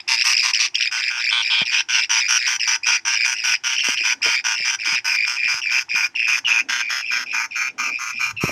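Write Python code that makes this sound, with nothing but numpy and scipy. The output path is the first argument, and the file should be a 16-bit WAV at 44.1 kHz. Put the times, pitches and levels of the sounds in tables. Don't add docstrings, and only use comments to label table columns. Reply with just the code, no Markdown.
import sys
import numpy as np
from scipy import signal
from scipy.fft import rfft, irfft, next_fast_len
from scipy.io import wavfile
from scipy.ndimage import uniform_filter1d, map_coordinates

SR = 44100
rng = np.random.default_rng(int(sys.argv[2]) if len(sys.argv) > 2 else 0)


def to_linear_factor(level_db):
    exponent = np.asarray(level_db, float) / 20
    return 10 ** exponent


def wav_out(sig):
    wavfile.write(sys.argv[1], SR, np.round(np.clip(np.atleast_2d(sig).T, -1, 1) * 32767).astype(np.int16))


N = 375291

# start_s, length_s, level_db,
# beak_gape_db
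RASP_CALLS = [(0.078, 0.079, -27, -1), (0.24, 0.093, -25.5, -11), (0.424, 0.089, -28, -2),
              (0.591, 0.072, -30, 5.5), (0.912, 0.098, -32.5, -8.5), (1.102, 0.11, -33.5, -7.5),
              (1.308, 0.11, -26.5, 4), (1.5, 0.13, -30.5, 9), (1.711, 0.1, -31.5, 2),
              (1.886, 0.12, -31, -1.5), (2.094, 0.11, -29, -4.5), (2.282, 0.099, -28.5, -5),
              (2.466, 0.1, -31, -5.5), (2.666, 0.097, -30, -8), (2.858, 0.11, -29.5, -6.5),
              (3.05, 0.1, -29, -9.5), (3.243, 0.098, -30, -10), (3.437, 0.11, -31, -4.5),
              (3.636, 0.12, -32, -4), (3.834, 0.11, -30.5, -6.5), (4.036, 0.1, -31.5, -5),
              (4.229, 0.13, -30.5, -4), (4.44, 0.11, -30, -8), (4.646, 0.11, -33, -5.5),
              (4.846, 0.11, -31, -8), (5.044, 0.12, -31, -14), (5.262, 0.11, -32.5, -11),
              (5.48, 0.12, -32, -10.5), (5.705, 0.12, -34, -10), (5.949, 0.12, -30, -19),
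                (6.272, 0.12, -29, -9), (6.471, 0.14, -27, -10), (6.686, 0.13, -23.5, -7),
                (6.893, 0.12, -24.5, -9), (7.107, 0.13, -26, -9.5), (7.328, 0.13, -25.5, -24),
                (7.555, 0.13, -26, -13), (7.78, 0.12, -26.5, -5), (7.987, 0.13, -28, -6),
                (8.194, 0.12, -28, -0.5), (8.404, 0.34, -30, -2)]
# time_s, treble_db
FACING = [(0.08, -5), (0.42, -6.5), (0.6, -2), (0.91, 3), (1.31, -4), (1.72, 1.5), (2.28, 6), (3.05, 2.5),
          (3.44, 4), (4.23, 4.5), (4.65, 5), (5.04, 4), (5.7, 5.5), (5.95, -1), (6.27, -1.5), (6.7, -9),
          (7.6, -9), (8.2, -6.5)]
# time_s, top_db
SIGHT = [(0, -15), (0.55, -16), (0.9, -20.5), (1.5, -21), (1.75, -21), (3.0, -20), (3.8, -18), (5.3, -23.5),
         (6.5, -16), (7.6, -16.5), (8.5, -15)]
# pitch_hz, level_db
NEAR_COLOUR = [(290, -81), (500, -24), (916, -12.5), (1150, -7), (1370, -10), (1470, -12), (2660, 1),
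               (3120, -21), (4160, -5), (5880, 3), (7410, -15), (8550, -20.5), (15700, -46)]
# pitch_hz, level_db
OPEN_COLOUR = [(290, -54), (500, -19.5), (890, -10), (1140, -12), (1470, 3.5), (1830, -7.5), (2510, 3.5),
               (3980, -18), (4880, -8.5), (5880, -1), (6990, -20), (9740, -33), (11700, -40), (15700, -48)]
# pitch_hz, level_db
AWAY_COLOUR = [(290, -86), (500, -23), (903, -12), (1310, -10.5), (1540, -0.5), (1730, -18), (2370, 0.5),
               (2820, -15), (3450, -10), (4040, -15.5), (5090, -8.5), (6500, -16.5), (8500, -31),
               (15700, -63)]
# pitch_hz, level_db
AJAR_COLOUR = [(290, -73), (500, -25), (1170, -17), (1430, -4.5), (2080, -7), (2300, -9.5), (2590, -11),
               (3980, -19.5), (5160, -6), (6410, -0.5), (7730, -33.5), (11600, -34.5), (15700, -47)]
# pitch_hz, level_db
SHUT_COLOUR = [(290, -70), (500, -31), (1030, -17), (1260, -4), (1730, -15.5), (2410, -2.5), (3400, -37.5),
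               (4880, -13), (5240, -11.5), (6600, -7.5), (8070, -34.5), (12600, -32), (15700, -47)]
STAGES = [
    .7,
    .9,
    1.28,
    1.3,
    1.65,
    1.7,
    5.4,
    6.7,
    7.2,
    7.85,
]
# pitch_hz, width_hz, level_db
MOUTH = [(1550, 55, 5), (2420, 320, 0), (3175, 390, 0.5), (3760, 330, -3), (5040, 130, 3), (5810, 304, 4.5),
         (8300, 490, 2.5), (9480, 500, -2), (10370, 520, 0), (11950, 800, 1), (12800, 300, -1),
         (14500, 400, -1), (15400, 400, 2), (13500, 910, -11)]
# time_s, lower_over_upper_db, top_db
TONGUE = [(0.08, 1, -4), (0.24, -3, 5), (0.6, -6, -13), (0.91, 4.5, -4), (1.5, -1.5, -16), (2.1, -2, 1),
          (2.7, -3.5, -4), (3.05, -4.5, -3), (3.6, -2, 3.5), (4.2, 0.5, -3), (4.65, -1, 5),
          (5.04, 7.5, 9.5), (5.5, 4, 8), (5.95, 4, 4), (6.5, 0.5, -3), (7.1, 10, -2), (7.8, -7.5, -10),
          (8.4, -4, 2)]

# start_s, length_s, first_db, last_db,
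# pitch_hz
PIPE_RAMPS = [(0.0, 0.0076, -22, -42, 2190), (0.075, 0.15, -26.5, -18, 2465),
              (0.245, 0.1094, -22, -19, 2626), (0.363, 0.14, -18, -25.5, 2476),
              (0.531, 0.14, -17.5, -24.5, 2380), (0.741, 0.016, -28.5, -12, 2680),
              (0.778, 0.099, -20, -19, 2420), (1.174, 0.13, -24.5, -17, 2500), (1.42, 0.21, -22, -24, 2422),
              (1.65, 0.16, -24.5, -20, 2444), (1.925, 0.12, -19.5, -21.5, 2437),
              (2.136, 0.13, -22.5, -19, 2420), (2.594, 0.155, -21.5, -20.5, 2444),
              (2.829, 0.15, -22.5, -20, 2420), (3.084, 0.17, -24, -17.5, 2443),
              (3.344, 0.21, -28, -19.5, 2546), (3.649, 0.12, -25, -24, 2690),
              (3.761, 0.28, -19.5, -27.5, 2634),
              (3.969, 0.156, -24.5, -19.5, 2453), (4.216, 0.18, -22, -18.5, 2342),
             (4.786, 0.2, -25, -18, 2420), (5.071, 0.18, -20, -19, 2420), (5.614, 0.18, -22, -16.5, 2486),
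             (5.889, 0.17, -20, -17.5, 2517), (6.149, 0.21, -20.5, -15.5, 2500),
             (6.446, 0.16, -18.5, -16.5, 2530), (6.785, 0.105, -25, -22.5, 2370),
             (6.99, 0.18, -30.5, -20, 2473), (7.823, 0.15, -29.5, -25, 2500),
             (8.081, 0.18, -32.5, -25, 2428), (8.364, 0.16, -28, -29, 2500)]
# start_s, length_s, peak_place (0 to 1), peak_db, pitch_hz
PIPE_SWELLS = [
    (0.957, 0.14, 0.95, -16.5, 2420),
    (2.37, 0.17, 0.56, -19, 2344),
    (4.54, 0.16, 0.75, -17.5, 2445),
    (5.358, 0.18, 0.57, -16.5, 2448),
    (7.259, 0.19, 0.64, -20, 2420),
    (7.507, 0.19, 0.66, -22, 2390),
]
SWELL_DB, FADE_DB = 8, 5.5
RELEASE_DB_PER_S, RELEASE_S = 1047.5, 0.02
SAG_HZ_PER_S, OCTAVE_SAG_DB_PER_S = 294, 14.5
WANDER, WANDER_S = .03, .025
SCOOP_LOSS = 0.14
SMACK_LEAD_S, SMACK_DB, SMACK_T60_S = 0.004664, -9.5, 0.023
# time_s, overtone_db at the start of a call
GAPE = [(0, 4), (0.2, 1.5), (0.45, 5), (0.7, -2), (2.0, -1.5), (3.3, -1.5), (3.9, -4), (4.3, -1.5),
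        (5.4, -10), (5.9, -7.5), (6.5, -20.5), (6.9, -12), (7.4, -16), (8.0, -7), (8.5, -31)]
# pitch_hz, width_hz, level_db
THROAT = [
    (2500, 4000, -1),
    (5720, 450, 6.5),
    (7400, 3700, -9),
    (10900, 3000, -1),
]
# pitch_hz, width_hz, level_db
WHISPER = (5540, 490, -12.5)
# time_s, echo_db
PIPE_FLUTTER = [
    (0.7, -9),
    (1.0, -3),
    (4.5, -3),
    (6.0, -5),
]

# pitch_hz, width_hz, level_db
BOX = [(919, 58, 10), (2420, 95, 3), (3300, 820, 3), (4983, 266, 6), (5740, 78, 1), (8600, 460, 2.5),
       (11960, 880, 7.5), (15270, 330, 3)]
# pitch_hz, width_hz, level_db
FLOOR_ECHOES = [(1334, 118, -6.5), (4020, 960, -7.5), (7600, 380, 0.5), (9700, 540, -2.5),
                (13700, 700, 8.5)]
# pitch_hz, width_hz, level_db
CLOSED_BOX = [(922, 90, -1.5), (1370, 160, 4), (1823, 260, -8), (3660, 260, -2), (4185, 240, 9.5),
              (4800, 400, -15.5), (5470, 180, 7.5), (5850, 290, -8), (6170, 260, 3.5)]
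# start and end, time_s
CLOSING_S = [6.35, 7.37]
# delay_s, level_db
WALLS = [
    (.0029, -25.5),
    (.0071, -27.5),
]
# pitch_hz, t60_s
ROOM = [(500, 0.24), (2500, 0.11), (3900, 0.095), (5600, 0.16), (12000, 0.12)]
FLUTTER_T60_S, FLUTTER_OPEN_DB, FLUTTER_SHUT_DB = 0.042, -5, -1

# start_s, peak_db, pitch_hz, t60_s, tick_db
KNOCKS = [(1.616, -18, 152, 0.023, 9.5), (3.502, -44, 109, 0.071, 1), (3.885, -18.5, 376, 0.009, -2),
          (4.009, -38, 330.3, 0.064, -4), (4.254, -26.5, 436, 0.12, 2), (4.256, -27, 322, 0.06, -10),
          (4.266, -31, 627, 0.075, 13), (4.284, -31, 520, 0.026, -4), (4.6, -31, 151, 0.03, 5),
          (4.872, -39, 302, 0.12, 5), (4.925, -32.5, 135, 0.027, 0), (4.935, -37, 260, 0.04, -10),
          (5.451, -40.5, 180, 0.031, 2), (5.54, -34.5, 107.3, 0.05, 11), (5.942, -34, 169, 0.032, -21),
          (8.142, -41.5, 234, 0.16, -7), (8.437, -3.5, 125.5, 0.023, -4), (8.478, -25, 300, 0.033, -10),
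          (8.492, -12.5, 424, 0.01, -3)]
PANEL_BEND = 0.55
THUMP_HZ, THUMP_DB, THUMP_T60_S = 75, -17, 0.066
# peak_s, rise_s, fall_s, peak_db
SLIDES = [
    (0.15, 0.37, 0.43, -70),
    (4.17, 0.45, 0.46, -61.5),
    (6.3, 0.32, 0.46, -61),
    (6.7, 0.65, 0.24, -55),
    (7.17, 0.14, 0.54, -53.5),
    (7.92, 0.48, 0.057, -48.5),
]
SLIDE_REST_DB = -72.5
# time_s, level_db
GRIP = [(0, -72.5), (3.7, -70.5), (4.03, -70), (4.3, -68.5), (7.9, -71), (8.25, -62), (8.28, -49),
        (8.36, -48), (8.39, -56.5), (8.46, -48), (8.51, -34.5)]
# pitch_hz, level_db
AIR = [(15, -29), (25, 9), (205, -6), (540, -21), (766, 8.5), (1210, 0), (2440, 5.5), (3900, -7),
       (5480, -3), (8660, -17.5), (15700, -39)]


def unit(x):
    return x / np.sqrt(np.mean(x ** 2) + 1e-20)


def along(points, hz):
    f, v = np.transpose(points)
    return np.interp(np.log(hz + 1), np.log(f + 1), v)


def filtered(x, response):
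    m = next_fast_len(N + 8192)
    return irfft(rfft(x, m) * response(np.fft.rfftfreq(m, 1 / SR)), m)[..., :N]


def above(f, edge_hz):
    return 1 / (1 + (edge_hz / (f + 1)) ** 16)


def resonance(f, hz, width_hz):
    return 1j * f * width_hz / (hz * hz - f * f + 1j * f * width_hz)


def squeaks(n, rate_hz, jitter):
    draw = rng.standard_normal((int(n * rate_hz / SR * 1.5) + 4, 4))
    ends = np.cumsum(SR / rate_hz * np.exp(jitter * np.clip(draw[:, 0], -2, 2)))
    count = np.interp(np.arange(n), np.r_[0, ends], np.arange(len(ends) + 1))
    return count % 1, np.clip(draw[count.astype(int), 1:].T, -1.6, 1.6)


def rasp():
    voice, gains = np.zeros(N), np.zeros((4, N))
    for s, length, low_db, beak_db in RASP_CALLS:
        bright_db = np.interp(s, *np.transpose(FACING))
        air_db = np.interp(s, *np.transpose(SIGHT)) + bright_db
        i = round(s * SR)
        t = np.arange(min(round((length + 0.011) * SR), N - i)) / SR
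        u, (size, tune, bend) = squeaks(len(t), 119, jitter=.11)

        hz = (800 + 2100 * u ** 1.1 * np.exp(.25 * bend)) * np.exp(.1 * tune)
        hz *= np.exp(0.2043 * uniform_filter1d(rng.standard_normal(len(t)), size=40))
        k = np.arange(1, 17)[:, None]
        turn = k * np.cumsum(2 * np.pi * hz / SR) + 0.97 * k ** 2
        buzz = unit(np.sum(np.cos(turn) * k ** -.4 * (k * hz < 16500), axis=0))
        breath = .1 * rng.standard_normal(len(t))

        gate = np.clip(u / .1, 0, 1) * np.clip((.9 - u) / .25, 0, 1)
        gate += np.interp(s, [5.5, 7.2], [.05, .25])
        swell = np.clip(t / 0.0025, .01, 1) * np.clip(t / 0.014, .45, 1)
        swell *= to_linear_factor(-3.5 * t / length - 3400 * np.maximum(t - length, 0))
        call = (buzz + breath) * gate * to_linear_factor(1.8 * size) * swell
        voice[i:i + len(t)] = mouth(flutter(call, s, more_db=-3.5), s)
        region_db = np.array([[0], [beak_db + 12.5], [bright_db + 1.0], [air_db + 25.5]])
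        gains[:, i:i + len(t)] = to_linear_factor(low_db + region_db)

    edges = [lambda f: 1, lambda f: above(f, 2800), lambda f: above(f, 4100), lambda f: above(f, 7800), lambda f: 0]
    shaped = sum(filtered(gains[b] * voice, lambda f: edges[b](f) - edges[b + 1](f)) for b in range(4))

    order = [0, 1, 1, 2, 2, 1, 1, 3, 3, 4]
    shares = [np.interp(np.arange(N) / SR, STAGES, row) for row in np.eye(5)[:, order]]
    colours = (NEAR_COLOUR, OPEN_COLOUR, AWAY_COLOUR, AJAR_COLOUR, SHUT_COLOUR)
    heard = [filtered(shaped, lambda f: to_linear_factor(along(colour, f))) for colour in colours]
    return to_linear_factor(13.5) * sum(share * sound for share, sound in zip(shares, heard))


def mouth(call, s):
    f = np.fft.rfftfreq(len(call) + 512, 1 / SR)
    shift = np.exp(.018 * rng.standard_normal(len(MOUTH)))
    when, lean_db, top_db = np.transpose(TONGUE)
    hz = np.transpose(MOUTH)[0]
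    lower, upper = (abs(hz - 4950) < 400) * 1., abs(hz - 5800) < 400
    extra_db = np.interp(s, when, lean_db) * (lower - upper)
    extra_db += np.interp(s, when, top_db) * (abs(hz - 11900) < 900)
    extra_db += 4 * rng.standard_normal(len(hz)) * (hz > 7000)
    turned = STAGES[2] < s < STAGES[4]
    extra_db += 0.5 * turned * (abs(hz - 3320) < 300)
    parts = [1 + (to_linear_factor(db + more) - 1) * resonance(f, c * k, w)
             * 1 for (c, w, db), k, more in zip(MOUTH, shift, extra_db)]
    return irfft(rfft(call, len(call) + 512) * np.prod(parts, axis=0), len(call) + 512)[:len(call)]


def pipe():
    out, smack, whisper = np.zeros((3, N))
    ramps = [(s, length, .5, (first, (first + last) / 2, last), hz)
             for s, length, first, last, hz in PIPE_RAMPS]
    swells = [(s, length, peak, (db - SWELL_DB, db, db - FADE_DB), hz)
              for s, length, peak, db, hz in PIPE_SWELLS]
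    for begin, length, peak, hold_db, mean_hz in sorted(ramps + swells):
        s = begin + np.array([0, peak * length, length, length + RELEASE_S])
        db = [*hold_db, hold_db[-1] - RELEASE_DB_PER_S * RELEASE_S]
        pitch_hz = mean_hz - SAG_HZ_PER_S * (s - begin - length / 2)
        octave_db = np.interp(begin, *np.transpose(GAPE)) - OCTAVE_SAG_DB_PER_S * (s - begin)
        i = round(s[0] * SR)
        t = np.arange(i, min(round(s[-1] * SR), N)) / SR
        u, (size, tune, bend) = squeaks(len(t), 118, jitter=.15)

        ajar = np.interp(begin, [.8, 1.2, 4.5, 5.7, 7.0], [1.0, .8, .8, .4, .2])
        scoop = ajar * (.55 * np.exp(.6 * bend - (u / .25) ** 2) - .14 * (u - .5) * (1 + bend))
        scoop *= np.clip((t - begin) / .02, .35, 1)
        drift = map_coordinates(rng.standard_normal(16), [(t - begin) / WANDER_S])
        start = WANDER * drift + 0.07544 * np.exp(-((begin - t) / 0.02479) ** 2)
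        hz = np.interp(t, s, pitch_hz) * np.exp(.05 * ajar * tune - scoop + start + .015)
        rough = np.exp(0.2016 * uniform_filter1d(rng.standard_normal(len(t)), size=30))
        phase = np.cumsum(2 * np.pi * hz / SR * rough)

        gate = (.35 + .65 * np.sin(np.pi * u ** 1.2)) * np.clip(u / .12, 0, 1) * np.clip((.92 - u) / .25, 0, 1)
        gate += .02
        onset = np.clip((t - begin) / .006, .3, 1)
        upper = np.cos(2 * phase) + 0.407 * np.cos(3 * phase) + 0.38 * np.cos(4 * phase) + 0.3 * np.cos(5 * phase)
        odd = np.interp(begin, [1.2, 3.2, 6.5], [.95, .45, .1]) * to_linear_factor(-3.0) * np.cos(phase * 3 / 2) * (tune > .5)
        tone = np.cos(phase) + odd + to_linear_factor(np.interp(t, s, octave_db) - 4.5) * u * 2 * upper
        breath = ajar * to_linear_factor(-18) * uniform_filter1d(rng.standard_normal(len(t)), size=3)

        j = max(i - round(SMACK_LEAD_S * SR), 0)
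        smack_db = db[0] + SMACK_DB - 60 * np.arange(900) / SR / SMACK_T60_S
        smack[j:j + 900] += to_linear_factor(smack_db) * rng.standard_normal(900)

        call = gate * onset * (tone * np.exp(-SCOOP_LOSS * np.abs(scoop)) + breath)
        call *= to_linear_factor(np.interp(t, s, db) + 2.2 * size + drift + 3)
        out[i:i + len(t)] += flutter(call, begin, np.interp(begin, *np.transpose(PIPE_FLUTTER)))
        whisper_level = (1 - ajar) * to_linear_factor(np.interp(t, s, octave_db + db[0]))
        whisper[i:i + len(t)] += whisper_level * gate * onset * rng.standard_normal(len(t))

    throat = lambda f: sum((-1) ** k * to_linear_factor(db) * resonance(f, c, w) for k, (c, w, db) in enumerate(THROAT))
    ring_hz, width_hz, ring_db = WHISPER
    ring = filtered(whisper, lambda f: 1 / (1 + (2 * (f - ring_hz) / width_hz) ** 2))
    whistle = filtered(out, lambda f: above(f, 1370) * (1 - 0.943 * above(f, 7440)) * throat(f))
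    return to_linear_factor(ring_db + 24.5) * ring + whistle + filtered(smack, lambda f: above(f, 740) - above(f, 2500))


def flutter(call, s, more_db):
    t = np.arange(1500) / SR
    hits = rng.standard_normal(len(t)) * (rng.random(len(t)) < .06)
    echo = hits * to_linear_factor(-60 * t / FLUTTER_T60_S) * (t > .0004)
    wet = to_linear_factor(more_db + np.interp(s, CLOSING_S, [FLUTTER_OPEN_DB, FLUTTER_SHUT_DB]))
    echoed = signal.fftconvolve(call, echo / np.linalg.norm(echo))[:len(call)]
    return (call + wet * echoed) / np.sqrt(1 + wet ** 2)


def space(x, room_db):
    x = filtered(x, lambda f: 1 + sum((to_linear_factor(db) - 1) * resonance(f, c, w) for c, w, db in BOX + FLOOR_ECHOES))
    shut = np.interp(np.arange(N) / SR, CLOSING_S, [0, 1])
    closed = lambda f: np.prod([1 + (to_linear_factor(db) - 1) * resonance(f, c, w) for c, w, db in CLOSED_BOX], axis=0)
    x = (1 - shut) * x + shut * filtered(x, closed)
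    walls = lambda f: 1 + sum((-1) ** k * to_linear_factor(db) * np.exp(-2j * np.pi * f * s) for k, (s, db) in enumerate(WALLS))
    box = filtered(x, walls)
    hz, t, z = signal.stft(rng.standard_normal(SR // 2), SR, nperseg=256)
    tail = signal.istft(z * to_linear_factor(-60 * t / along(ROOM, hz)[:, None]), SR, nperseg=256)[1]
    return to_linear_factor(0.5) * box + to_linear_factor(room_db) * signal.fftconvolve(x, tail / np.linalg.norm(tail))[:N]


def knocks():
    out, t = np.zeros(N + SR), np.arange(SR // 4) / SR
    thump = to_linear_factor(THUMP_DB - 60 * t / THUMP_T60_S) * np.sin(2 * np.pi * THUMP_HZ * t)
    for s, db, hz, t60, tick_db in KNOCKS:
        bent_t = t + PANEL_BEND * 0.0033 * (1 - np.exp(-t / 0.0011))
        panel = np.sin(2 * np.pi * hz * bent_t) * to_linear_factor(-60 * t / max(t60, .01))
        tick = to_linear_factor(tick_db - 8.5 - 60 * t / 0.014) * np.sin(2 * np.pi * 670 * t)
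        dull = uniform_filter1d(uniform_filter1d(rng.standard_normal(len(t) + 1), size=60), size=30)
        puff = to_linear_factor(-9.5 - 60 * t / 0.047) * unit(np.diff(dull))
        attack = 1 - np.exp(-t / 0.00051)
        out[round((s + .001) * SR):][:len(t)] -= to_linear_factor(db) * (panel + tick + puff + thump) * attack
    return filtered(out[:N], lambda f: 1 - above(f, 2500))


def sliding_door():
    t = np.arange(N) / SR
    strokes = [np.interp(t, [s - rise, s, s + fall], [SLIDE_REST_DB, db, SLIDE_REST_DB])
               for s, rise, fall, db in SLIDES]
    drone = lambda f: 1 / (1 + ((f - 270) / 60) ** 2) + 0.26 * (f > 400) * (f < 850)
    return to_linear_factor(np.max(strokes, axis=0) + 4.0) * unit(filtered(rng.standard_normal(N), drone))


def gripping_hand():
    grip_db = np.interp(np.arange(N) / SR, *np.transpose(GRIP))
    rumble = lambda f: 1 / (1 + ((f - 105) / 25) ** 2) + 8 / (f + 25)
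    return to_linear_factor(grip_db + 5.0) * unit(filtered(rng.standard_normal(N), rumble))


def room_tone():
    t = np.arange(N) / SR
    air = unit(filtered(rng.standard_normal(N), lambda f: to_linear_factor(along(AIR, f))))
    hum = unit(filtered(rng.standard_normal(N), lambda f: 1 / (1 + ((f - 345) / 22) ** 2)))
    air_db = -56.0 + np.interp(t, [5.5, 7.5], [0.1, -3])
    hum_db = -66.5 + np.interp(t, [5.5, 7], [0.1, -8])
    return to_linear_factor(air_db) * air + to_linear_factor(hum_db) * hum


def scene():
    chicks = space(rasp() + pipe(), room_db=-14.0)
    return (chicks + knocks() + sliding_door() + gripping_hand() + room_tone())[None]


def low_pass(x):
    return signal.sosfilt(signal.butter(12, 15820, fs=SR, output="sos"), x)


def record(dry):
    rounded = dry / (1 + np.abs(dry / 0.95) ** 4) ** .25
    mix = filtered(rounded, lambda f: (1j * f / (48 + 1j * f)) ** 4 * (f < 15830))
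    return low_pass(mix)


dry = scene()
out = record(dry)
wav_out(out)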